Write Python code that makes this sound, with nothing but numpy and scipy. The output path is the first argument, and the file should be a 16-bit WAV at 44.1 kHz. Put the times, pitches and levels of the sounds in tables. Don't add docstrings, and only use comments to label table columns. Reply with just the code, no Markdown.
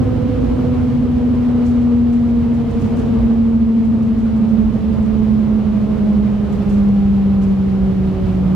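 import sys
import numpy as np
from scipy import signal
from scipy.fft import rfft, irfft, next_fast_len
from scipy.io import wavfile
from scipy.ndimage import map_coordinates

SR = 44100
rng = np.random.default_rng(int(sys.argv[2]) if len(sys.argv) > 2 else 0)


def transcribe(u):
    v = np.clip(np.atleast_2d(u).T, -1, 1)
    q = np.round(v * 32767).astype(np.int16)
    wavfile.write(sys.argv[1], SR, q)


N = 377055

SLOTS_PER_MODULE = 36
# f/Hz, level/dB
HISS_COLOUR = [(600, -21.5), (1200, -2.5), (1700, -1.5), (2200, -0.5), (3000, -3), (4200, -8.5),
               (6000, -15), (8500, -21), (12000, -23.5), (15500, -28)]


def amp(db):
    return 10 ** (np.asarray(db) / 20)


def unit(x):
    return x / np.sqrt(np.mean(np.abs(x) ** 2) + 1e-20)


def along(points, hz):
    freqs, values = np.transpose(points)
    return np.interp(np.log(hz + 1), np.log(freqs + 1), values)


def curves(rows):
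    times, *columns = np.transpose(rows)
    return [np.interp(np.arange(N) / SR, times, column) for column in columns]


def wobble(rate):
    times = np.linspace(0, N / SR, 2048)
    spline = map_coordinates(rng.standard_normal(size=1024), [times * rate], mode="wrap")
    return np.interp(np.arange(N) / SR, times, spline)


def flutter(rate):
    return unit(wobble(rate) + 1j * wobble(rate))


def filtered(x, response):
    size = next_fast_len(N + 8192)
    return irfft(rfft(x, size) * response(np.fft.rfftfreq(size, 1 / SR)), size)[..., :N]


def cabin_noise(colour, ripple_db=1.5):
    # f/Hz, left-right correlation
    likeness = [(140, .94), (300, 0.6), (500, .45), (1100, 0.6), (2000, .5), (4000, 0.39), (8000, -.08),
                (14000, -0.11)]

    def mid_side_eq(hz):
        spread = np.arccos(np.clip(along([(70, .99)] + list(likeness), hz), -1, 1)) / 2
        return amp(along(colour, hz)) * [np.cos(spread), np.sin(spread)]

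    mid, side = filtered(rng.standard_normal((2, N)), mid_side_eq)
    grid_hz = np.arange(500, 4500, 24)
    ears_db = ripple_db * rng.standard_normal((2, len(grid_hz)))
    ripple = lambda hz: amp([np.interp(hz, grid_hz, ear, left=0, right=0) for ear in ears_db])
    return unit(filtered(np.array([mid + side, mid - side]), ripple))


def tone(phase, unsteady, rate, width):
    mid = np.exp(2j * np.pi * rng.random()) + unsteady * flutter(rate)
    side = width * flutter(rate)
    return unit(np.real(np.array([mid + side, mid - side]) * np.exp(1j * phase)))


def stator(slot_phase):
    # t/s, left level/dB, right level/dB
    hum_levels = [(0.0, -18.5, -24), (0.3, -26.5, -21), (0.54, -18.5, -19), (1.98, -9, -12),
                  (2.58, -13, -14.2), (2.7, -20, -22.5), (3.0, -17, -26), (3.3, -12.0, -10.5),
                  (3.78, -11, -11.2), (4.2, -13.5, -16), (4.62, -16.7, -7.6), (4.74, -22.5, -15.5),
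                  (4.92, -25.5, -13.5), (5.34, -14.9, -9), (5.94, -19, -14.6), (6.18, -14, -9.5),
                  (6.6, -22.5, -19), (6.78, -11, -10.0), (7.2, -10, -11), (8.1, -16, -14.5),
                  (8.22, -20.5, -21), (8.54, -13.5, -12)]
    # t/s, level/dB
    throb_levels = [(0, -20.5), (.9, -19.5), (2, -27), (3.1, -18.5), (3.45, -22.5), (3.85, -17.5),
                    (4.9, -19), (5.5, -24), (6, -17), (7.1, -24), (8.54, -26)]
    # multiple of the module rate, level/dB
    sidebands = [(32, -15), (33, -7), (34, -5), (35, -21), (37, -10.5), (38, -10.5), (39, -9), (40, -15.5)]
    # multiple of the module rate, level/dB
    pack_tones = [(9, -35), (15, -32.5), (48, -45)]
    module_phase = slot_phase / SLOTS_PER_MODULE
    pole_phase = slot_phase / 3
    ear_lag_rad = .55
    hum = np.sqrt(2) * amp(curves(hum_levels)) * np.cos([slot_phase - ear_lag_rad, slot_phase])
    throb = sum(amp(db) * tone(k * module_phase, unsteady=.98, rate=7, width=.85) for k, db in sidebands)
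    poles = amp(-29) * tone(pole_phase, unsteady=.78, rate=3, width=.1)
    packs = sum(amp(db) * tone(k * module_phase, unsteady=.53, rate=2.5, width=.13)
                for k, db in pack_tones)
    drone = amp([[-3], [2]]) * (poles + packs)
    return hum + amp(curves(throb_levels)[0]) * throb + drone


def whine(slot_phase, slot_hz):
    # f/Hz, width/Hz, lift/dB
    resonances = [(380.8, 20, 10.5), (408, 5.6, 9), (422, 4.8, 7), (434, 6.4, 5), (464.6, 16, 9),
                  (480.5, 7.4, 4.5), (502, 17, 11.5), (565, 12, 7), (631, 18, 9.5), (700, 24, 4),
                  (789, 41, 9.5), (905, 40, 3)]
    # multiple of the slot rate, level/dB before the lift
    overtones = [(3, -48), (4, -51.5), (5, -58)]

    def lift(hz):
        return amp(sum(db / (1 + (2 * (hz - centre) / width) ** 2) for centre, width, db in resonances))

    octave = amp(-38.5) * lift(2 * slot_hz) * tone(2 * slot_phase, unsteady=.49, rate=18, width=1)
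    fuzz_db = -33 - .13 * (slot_hz[0] - slot_hz)
    fuzz = amp(fuzz_db) * tone(1.92 * slot_phase, unsteady=4, rate=45, width=3.5)
    upper = sum(amp(db) * lift(k * slot_hz) * tone(k * slot_phase, unsteady=.54, rate=18, width=.49)
                for k, db in overtones)
    return octave + fuzz + upper


def body():
    # crest t/s, f/Hz, level/dB
    bumps = [(.45, 60.7, -20), (.54, 83.1, -21.5), (1.15, 64, -27.5), (2.3, 63.1, -23.5), (3.22, 64, -23),
             (3.62, 71.65, -24), (4.2, 58, -26), (4.699, 56.3, -23.5), (4.9, 72.56, -23), (6.92, 62, -25),
             (7.85, 60.7, -24)]
    # t/s, deep level/dB, panel level/dB
    rumble_levels = [(0, -31, -18), (.7, -29, -20.5), (1.3, -30, -23), (3.2, -30, -22.5), (3.6, -29.5, -24),
                     (4.5, -30, -23), (5.2, -26.5, -21.5), (6.3, -27.5, -23.5), (7.4, -25, -23.5),
                     (8.3, -27.5, -21)]
    # f/Hz, level/dB
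    deep_colour = [(8, -35.5), (20, -12.5), (32, -8.5), (45, 2.5), (58, 5), (80, -2.5), (110, -15.5),
                   (250, -54.5), (1000, -140)]
    # f/Hz, level/dB
    panel_colour = [(20, -61), (50, -24), (85, 1), (105, -1.5), (135, 1.5), (175, -7.5), (290, -10),
                    (450, -27), (2500, -140)]
    t = np.arange(N) / SR
    swell_s = .1
    booms = np.zeros(N)
    for crest, hz, db in bumps:
        swell = np.exp(-((t - crest) / swell_s) ** 2)
        booms += amp(db) * swell * np.sqrt(2) * np.sin(2 * np.pi * hz * t)
    deep_db, panel_db = curves(rumble_levels)
    deep = amp(deep_db) * cabin_noise(deep_colour) + booms
    panels = amp(panel_db) * cabin_noise(panel_colour)
    return amp([[-3.8], [2.5]]) * deep + amp([[-2.5], [1.8]]) * panels


def airstream(slot_phase):
    # t/s, roar level/dB, hiss level/dB
    air_levels = [(0, -35.5, -45.5), (.7, -34, -44.5), (1.1, -36, -46), (1.65, -34, -44.5), (2, -36.5, -46),
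                  (2.7, -35.5, -45), (3.25, -33, -45), (3.5, -37.5, -47.4), (4.7, -36, -46),
                  (5.9, -35, -45.5), (6.9, -35, -45), (7.7, -36, -45.5), (8.54, -35, -45.5)]
    # f/Hz, level/dB
    roar_colour = [(40, -60.5), (150, -22), (260, -6), (340, -3.5), (520, -2.5), (680, -10), (950, -13.5),
                   (1270, -16.5), (1600, -24.5), (2600, -48.5), (6000, -120)]
    roar_db, hiss_db = curves(air_levels)
    module_phase = slot_phase / SLOTS_PER_MODULE
    pulse = np.sin(module_phase + wobble(1.6)) + np.sin(2 * module_phase + wobble(3.7))
    roar = amp(roar_db + 4.5 + .4 * pulse + .76 * wobble(16)) * cabin_noise(roar_colour)
    hiss = amp(hiss_db + .52 + .43 * pulse + .36 * wobble(18)) * cabin_noise(HISS_COLOUR)
    lean_right = lambda hz: amp(np.array([[-.5], [.5]]) * along([(2000, 1), (4000, .058)], hz))
    return filtered(roar + hiss, lean_right)


def trim():
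    # t/s, level/dB, t60/s
    jolts = [(1.651, -42, .45), (1.8143, -46, .2), (2.123, -44.5, .25), (2.2814, -46.5, .2),
             (2.5328, -47.5, .4), (2.6901, -45.5, .35), (2.7916, -42, .5), (2.9627, -43, .45),
             (3.332, -48, .15), (3.8428, -47.5, .35), (4.023, -46, .25), (4.184, -44.5, .25),
             (4.358, -47, .2), (4.484, -47.5, .2), (5.021, -45.5, .3), (6.5195, -45, .35),
             (6.689, -43.5, .55), (7.414, -44, .45)]
    # f/Hz, level/dB
    chatter_colour = [(2000, -29), (4500, -1), (6500, 3.5), (8500, -0.5), (10500, -9.5), (15000, -15.5)]
    t = np.arange(N) / SR
    attack_s = .005
    jolt_power = np.zeros(N)
    for start, db, t60 in jolts:
        age = np.maximum(t - start, 0)
        attack = 1 - np.exp(-age / attack_s)
        jolt_power += (amp(db - 6.5 - 60 * age / t60) * attack) ** 2
    stir_power = amp(-68 + 2.8 * np.tanh(wobble(16))) ** 2
    grain = unit(amp(2.5 * wobble(110)))
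    chatter = np.sqrt(stir_power + jolt_power) * grain * cabin_noise(chatter_colour)
    knock = amp(-1.5) * np.sqrt(jolt_power) * cabin_noise(HISS_COLOUR)
    return chatter + knock


def scene():
    # t/s, f/Hz
    slot_rate = [(0, 252.9), (1, 245.2), (2.2, 236.8), (3, 230.9), (4, 225.1), (5, 218.4), (5.7, 213.2),
                 (6.5, 205.3), (7.5, 194.9), (8.55, 185.5)]
    slot_hz, = curves(slot_rate)
    slot_phase = 2 * np.pi * np.cumsum(slot_hz) / SR
    return stator(slot_phase) + whine(slot_phase, slot_hz) + body() + airstream(slot_phase) + trim()


def record(dry):
    threshold_db, cut_per_db, reaction_s = -16.5, .39, .19
    top_hz = 15780
    hold = np.exp(-1 / (reaction_s * SR))
    power = np.mean(dry ** 2, axis=0)
    running_power, _ = signal.lfilter([1 - hold], [1, -hold], power, zi=[amp(threshold_db) ** 2])
    over_db = np.maximum(10 * np.log10(running_power) - threshold_db, 0)
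    return filtered(dry * amp(-cut_per_db * over_db), lambda hz: hz < top_hz)


dry = scene()
out = record(dry)
transcribe(out)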